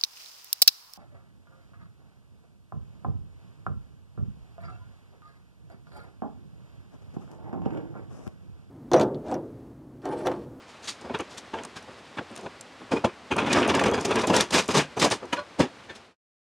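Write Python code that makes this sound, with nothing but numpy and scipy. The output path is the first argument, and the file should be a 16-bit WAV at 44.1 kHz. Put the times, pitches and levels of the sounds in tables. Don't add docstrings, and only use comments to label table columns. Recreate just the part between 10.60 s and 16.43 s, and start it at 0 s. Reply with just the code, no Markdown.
import sys
import numpy as np
from scipy import signal
from scipy.fft import rfft, irfft, next_fast_len
from scipy.io import wavfile

SR = 44100
rng = np.random.default_rng(int(sys.argv[2]) if len(sys.argv) > 2 else 0)


def master_out(mix):
    frames = np.transpose(np.atleast_2d(mix))
    ceiling = np.clip(frames, -1, 1)
    pcm = np.round(ceiling * 32767).astype(np.int16)
    wavfile.write(sys.argv[1], SR, pcm)


N = 257137
STEP = 32

# frequency in Hz, relative spectral density in dB.
GRIT_SPECTRUM = [(40, -18.5), (103, -5), (250, 4), (600, -6.5), (930, -5.5), (1400, -12), (3500, -19.5),
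                 (4300, -23.5), (6300, -27.5), (9300, -37), (10500, -42), (15500, -65.5)]


def from_db(db):
    return 10 ** (np.asarray(db) / 20)


def rms_one(x):
    return x / np.sqrt(np.mean(x ** 2) + 1e-20)


def in_time(rows):
    return np.interp(np.arange(N) / SR, *np.transpose(rows))


def coloured(x, spectrum, low_hz=10, high_hz=20000):
    size = next_fast_len(N)
    hz = np.maximum(np.arange(size // 2 + 1) * SR / size, 1)
    row_hz, row_db = np.transpose(spectrum)
    gain = from_db(np.interp(np.log(hz), np.log(row_hz), row_db))
    skirts = (1 + (low_hz / hz) ** 8) * (1 + (hz / high_hz) ** 8)
    return irfft(rfft(x, size) * gain / np.sqrt(skirts), size)[:N]


def drift(rate_hz):
    r = np.exp(-2 * np.pi * rate_hz * STEP / SR)
    slow = signal.lfilter([1], [1, -2 * r, r * r], rng.standard_normal(N // STEP + 2002))[2000:]
    return np.interp(np.arange(N) / STEP, np.arange(len(slow)), rms_one(slow))


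def swells(peak_s, rise_ms, fall_ms):
    ms = 1000 * (np.arange(N // STEP + 2) * STEP / SR - peak_s[:, None])
    rise = np.minimum(ms, 0) / np.maximum(rise_ms, .3)[:, None]
    fall = np.maximum(ms, 0) / np.maximum(fall_ms, .5)[:, None]
    return np.exp(-np.minimum(rise ** 2 + fall, 60))


def amplitude(power):
    return np.interp(np.arange(N) / STEP, np.arange(len(power)), np.sqrt(power))


def garage():
    # frequency in Hz, relative spectral density in dB.
    hum_spectrum = [(30, -28), (70, 2), (160, -2.5), (240, 2.5), (330, -0.5), (520, -0.5), (1100, -3),
                    (2700, -8.5), (4800, -14.5), (6000, -19), (9000, -25.5), (15500, -52)]
    # time in seconds, level in dB.
    hum_level = [(0, -55), (.5, -53), (2, -54), (4.2, -52), (5.35, -55)]
    lows = coloured(rng.standard_normal(N), hum_spectrum, high_hz=1209) * from_db(0.57 * drift(36.0))
    highs = coloured(rng.standard_normal(N), hum_spectrum, low_hz=1180) * from_db(0.65 * drift(11.0))
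    return from_db(in_time(hum_level)) * rms_one(lows + highs)


def rattle(per_s, uneven_db):
    sizes = from_db(uneven_db * np.minimum(rng.exponential(1, N), 4)) * rng.choice([-1, 1], N)
    return rms_one(sizes * (rng.random(N) < per_s / SR) + 1e-9)


def resonate(x, hz, width_hz):
    r = np.exp(-np.pi * width_hz / SR)
    poles = [1, -2 * r * np.cos(2 * np.pi * hz / SR), r * r]
    return signal.lfilter([(1 - r * r) / 2, 0, (r * r - 1) / 2], poles, x)


def mode_share(modes, centre_hz, reach_octaves):
    octaves = np.log2(np.array(modes)[:, 0] / centre_hz[:, None])
    share = 0.16 + np.exp(-(octaves / reach_octaves) ** 2)
    return share / share.mean(axis=1, keepdims=True)


def body(shapes, level_db, modes, share, knocks, band_hz, ring_db, grit_db, spot_db=3.5):
    favour = from_db(2 * spot_db * np.clip(rng.standard_normal((len(shapes), len(modes))), -2, 1.3))
    favour *= share / favour.mean()
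    power = from_db(2 * (level_db + ring_db))
    power_gain, ring = 0, 0
    for k, (hz, width_hz, db) in enumerate(modes):
        gain = from_db(db) * (-1) ** k
        power_gain += gain ** 2 * np.pi / SR * width_hz
        force = knocks * amplitude((power * favour[:, k]) @ shapes)
        ring = ring + gain * resonate(force, hz, width_hz)
    blunt = signal.butter(4, 1.18 * band_hz[1], fs=SR, output="sos")
    grit = rms_one(coloured(knocks + 0.84 * rng.standard_normal(N), GRIT_SPECTRUM, *band_hz))
    grit *= amplitude(from_db(2 * (level_db + grit_db)) @ shapes)
    return signal.sosfilt(blunt, ring) / np.sqrt(power_gain) + grit


def contacts():
    # peak time in seconds, length in ms, then drive in dB to the bench, case and teeth.
    touches = [(0.1, 32, -62, -57, -55.5), (0.252, 31, -55, -51, -46), (0.289, 19.7, -47, -36.5, -33),
               (0.417, 5.4, -42, -60, -54), (0.454, 18, -36, -55, -65), (0.504, 16.5, -34, -46, -75),
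               (0.547, 10.7, -24.5, -29.5, -50), (0.6, 11.4, -26, -34.5, -52),
               (0.722, 34.9, -47.5, -65, -52), (0.782, 12.2, -48, -44, -40.5), (0.942, 12, -26, -38, -51),
               (0.984, 35, -37.5, -47, -63), (0.989, 9.1, -42, -39, -58), (1.036, 3.6, -45, -42, -57),
               (1.05, 6.7, -35.5, -48, -52), (1.17, 15, -39, -41.5, -44.5), (1.29, 15.3, -40.5, -62, -77),
               (1.575, 7.5, -34, -38, -55), (1.589, 6.5, -23.5, -31.5, -53), (1.613, 4.6, -34, -59, -73),
               (1.716, 45, -46, -59, -80), (1.764, 3.7, -43, -40, -49), (1.776, 4.1, -40, -45, -42),
               (1.794, 25, -43, -52, -58), (1.846, 31, -40, -68, -59), (1.863, 6.2, -29, -40, -60),
               (2.22, 21, -43, -57, -68), (2.324, 15.3, -17, -34, -39.5), (2.366, 26, -29.5, -43.5, -51.5),
               (2.372, 5.1, -25.5, -30.5, -64), (2.448, 9.1, -13.5, -26.5, -38.5),
               (2.473, 20, -37, -43.5, -60.5), (2.719, 14.6, -20.5, -27.5, -43),
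               (2.764, 7.6, -21.5, -37, -55.5), (2.789, 14.2, -21, -25.5, -39.5),
               (2.82, 65, -28, -38.5, -51), (2.87, 17.7, -33.5, -32, -44), (2.924, 48, -28, -29.5, -41.5),
               (2.933, 5.7, -33, -27.5, -24.5), (2.973, 43, -19, -27.5, -36.5),
               (3.031, 5, -33.5, -22.5, -49), (3.049, 4.2, -24.5, -25, -43),
               (3.089, 14.2, -17.5, -28, -39.5), (3.1, 14, -21.5, -22.5, -35),
               (3.153, 21.5, -23, -26.5, -36.5), (3.17, 42, -25.5, -37.5, -52),
               (3.198, 9.0, -29.5, -23, -39), (3.215, 12, -20, -34.5, -39.5),
               (3.241, 9.3, -25.5, -26.5, -39.5), (3.263, 13.1, -18, -25.5, -37.5),
               (3.284, 18, -21, -31, -43.5), (3.328, 32, -24, -47.5, -58), (3.345, 14.4, -24, -31, -39.5),
               (3.383, 14.3, -23.5, -34, -48), (3.412, 25, -33, -56, -43), (3.454, 8.3, -24.5, -29.5, -31),
               (3.514, 88, -27, -41, -45.5), (3.514, 10.5, -23, -23.5, -41),
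               (3.564, 16.4, -18, -27.5, -41.5), (3.595, 17, -27.5, -30.5, -36.5),
               (3.617, 7.2, -26, -34.5, -34.5), (3.639, 11.3, -20, -30, -43.5),
               (3.68, 15.3, -23.5, -39.5, -35.5), (3.706, 23, -18.5, -32.5, -41),
               (3.748, 24, -17.5, -25.5, -31), (3.772, 22, -25.5, -25, -28), (3.798, 33, -28.5, -31, -41),
               (3.81, 12.4, -22.5, -23, -24), (3.91, 5.5, -34, -39.5, -33.5),
               (3.945, 24.6, -19, -24, -25.5), (3.961, 31.3, -22.5, -25, -27),
               (3.99, 18.4, -26, -24.5, -29), (4.091, 7.8, -22, -29.5, -34.5),
               (4.112, 16, -25.5, -29.5, -34), (4.155, 22.2, -21, -24, -29.5), (4.177, 20, -20, -27, -24),
               (4.197, 17.3, -23.5, -26, -38), (4.212, 17, -29.5, -31.5, -43), (4.377, 15.7, -23, -40, -45),
               (4.402, 11, -28, -36.5, -29.5), (4.427, 20.3, -18.5, -23.5, -24),
               (4.449, 12, -15.5, -29.5, -26), (4.462, 23, -22.5, -30, -44), (4.521, 17, -22, -27.5, -27),
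               (4.634, 21.5, -36, -55.5, -70), (4.733, 8.6, -21.5, -23, -35),
               (4.768, 20, -38.5, -40, -52.5), (4.794, 9.5, -37, -34.5, -52), (5.001, 15.6, -15, -43, -36),
               (5.01, 19.6, -47, -26.5, -38.5), (5.032, 15.3, -25.5, -36, -46),
               (5.304, 20, -42.5, -43.5, -60), (5.359, 10.5, -51, -53, -47)]
    # frequency in Hz, bandwidth in Hz, relative gain in dB.
    bench_modes = [(79, 32, -9), (140, 38, -0.5), (173, 230, -11.5), (267.8, 75, 2), (284.4, 61, 1.5),
                   (358.5, 31.3, 1.5), (455.7, 60, -6), (489, 45, -1), (747, 93, -9.5), (762, 87, -8.5),
                   (1027, 140, -4), (1131, 97, -3.5)]
    case_modes = [(1410, 180, -1.5), (1613, 100, 6), (2114, 120, -23.5), (2187, 130, -3), (2512, 100, 1.5),
                  (2624, 150, -2), (3180, 330, -3), (3340, 140, 0.5), (3790, 37, -5), (4190, 140, -10),
                  (4250, 120, -19.5)]
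    teeth_modes = [(4680, 140, 0), (5014, 120, 13), (5780, 110, 8.5), (6060, 400, 7.5), (7020, 120, 2.5),
                   (7260, 140, 3), (8080, 150, -10.5), (8240, 200, -6), (9160, 130, 0.5), (9430, 110, -7),
                   (10500, 250, -18.5), (11400, 300, -27.5)]
    peak_s, length_ms, bench_db, case_db, teeth_db = np.transpose(touches)
    bench_hz = 600 * 2 ** ((case_db - bench_db) / 30)
    case_hz = 3100 * 2 ** ((teeth_db - bench_db) / 37)
    sliding = np.clip((teeth_db - bench_db + 18) / 12, 0, 1)
    rise_ms = length_ms * (0.43 + 0.06 * sliding)
    shapes = swells(peak_s, rise_ms, length_ms - rise_ms)
    bench = body(shapes, bench_db, bench_modes, mode_share(bench_modes, bench_hz, reach_octaves=0.83),
                 rattle(per_s=900, uneven_db=2.77), band_hz=(36, 1300),
                 ring_db=-2.0 - 1.9 * sliding, grit_db=-7.5 + 0.89 * sliding)
    case = body(shapes, case_db, case_modes, mode_share(case_modes, case_hz, reach_octaves=1.0),
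                rattle(per_s=1400, uneven_db=3.2), band_hz=(1300, 3900),
                ring_db=-4.5 - 9.4 * sliding, grit_db=-8.5 + 3.17 * sliding)
    teeth = body(shapes, teeth_db, teeth_modes, share=0.67,
                 knocks=rattle(per_s=3000, uneven_db=3.0), band_hz=(3700, 11800),
                 ring_db=-3.5 - 3.2 * sliding, grit_db=-6.5 + 1.9 * sliding)
    return bench + case + teeth


def walls(x, t60_s):
    t = np.arange(int(t60_s * SR)) / SR
    tail = rng.standard_normal(len(t)) * from_db(-60 * t / t60_s)
    return signal.fftconvolve(x, tail / np.sqrt(np.sum(tail ** 2)))[:N]


def ticks():
    # start in seconds, relative level in dB, pitch in Hz.
    strikes = [(0.4125, -42, 6900), (0.5885, -34, 6100), (0.606, -29, 6600), (1.0355, -33, 6400),
               (1.0502, -29, 8860), (1.2261, -42, 5840), (1.7145, -46, 8800), (1.7544, -40, 7000),
               (1.7624, -31, 6360), (1.777, -36, 8880), (1.811, -41, 7150), (2.0102, -27, 7560),
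               (2.765, -25.5, 8700), (2.929, -15, 6350), (3.0767, -23, 8900), (3.1503, -19.5, 8100),
               (3.1976, -25.5, 5960), (3.238, -26, 7500), (3.3137, -31, 6100), (3.4106, -24.5, 6900),
               (3.4505, -26, 6250), (3.511, -32, 5500), (3.5576, -20.5, 5740), (3.6714, -20.5, 7130),
               (3.7651, -10, 5670), (3.8085, -10.5, 6300), (3.908, -28, 6100), (4.0584, -35.5, 5860),
               (4.0798, -24, 7060), (4.398, -21, 6040), (4.5023, -25, 5840), (4.6543, -40.5, 6170),
               (4.727, -39, 5670)]
    out = np.zeros(N)
    t = np.arange(int(0.022 * SR)) / SR
    for start_s, db, hz in strikes:
        snap = 0.45 * rng.standard_normal(len(t)) * np.exp(-t / 0.0023)
        ring = 0.22 * np.sin(2 * np.pi * hz * t) * np.exp(-t / .003)
        at = int(start_s * SR)
        out[at:at + len(t)] += from_db(db) * (ring + snap)
    return signal.sosfilt(signal.butter(3, [4500, 9800], "band", fs=SR, output="sos"), out)


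def pings():
    # peak time in seconds, time to fall 60 dB in ms, pitch in Hz, level in dB.
    partials = [(0.55, 45, 910, -31.5), (.945, 90, 897, -33), (1.17, 80, 1630, -47),
                (1.588, 65, 890, -36.5), (2.37, 90, 2465, -39), (2.789, 65, 2610, -32.5),
                (2.909, 80, 2460, -29), (3.33, 120, 3300, -42.5), (3.348, 110, 4820, -44),
                (4.18, 200, 146.6, -25.5), (4.515, 100, 8870, -40.5), (4.731, 60, 2970, -33.5),
                (4.737, 60, 964, -25.5), (4.785, 120, 1463, -36.5), (4.785, 120, 4177, -48),
                (4.788, 130, 1002, -37), (4.79, 140, 587, -33.5), (4.79, 130, 1135, -37.5),
                (5.0, 55, 214.8, -26.5), (5.301, 100, 1783, -43), (5.3, 50, 3590, -48.5)]
    peak_s, t60_ms, hz, db = np.transpose(partials)
    shapes = swells(peak_s, rise_ms=0.055 * t60_ms, fall_ms=t60_ms / np.log(1e6))
    turns = rng.random(len(partials))
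    t = np.arange(N) / SR
    return sum(from_db(db[k]) * amplitude(shapes[k]) * np.sin(2 * np.pi * (hz[k] * t + turns[k]))
               for k in range(len(partials)))


def drag():
    # time in seconds, level in dB.
    rub_level = [(2.7, -81.5), (2.76, -43.5), (2.95, -30), (3.35, -40.5), (3.7, -42), (3.82, -35.5),
                 (3.88, -70)]
    rubbing = coloured(rattle(per_s=1500, uneven_db=3.4), GRIT_SPECTRUM, high_hz=3460)
    return from_db(in_time(rub_level)) * rms_one(rubbing)


def scene():
    # frequency in Hz, side level against mid in dB.
    width = [(60, -37.5), (250, -26.5), (700, -24.5), (2000, -18.5), (6000, -16.5), (14000, -15.5)]
    work = contacts() + drag() + ticks() + pings()
    mid = work + from_db(-22.0) * walls(work, t60_s=0.18) + garage()
    side = coloured(mid * drift(250.0), width)
    return np.array([mid + side, mid - side]) * from_db([[.15], [-.15]])


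def record(dry):
    # time in seconds, gain in dB.
    fader = [(5.3, 5.5), (5.4, 5.5), (5.48, 0), (5.52, -5), (5.545, -21), (5.565, -50.5), (5.575, -90)]
    bass_cut = signal.butter(1, 90, "high", fs=SR, output="sos")
    treble_cut = signal.cheby2(12, 70, 16400, fs=SR, output="sos")
    heard = signal.sosfilt(bass_cut, dry) * from_db(in_time(fader))
    return signal.sosfilt(treble_cut, heard)


dry = scene()
out = record(dry)
master_out(out)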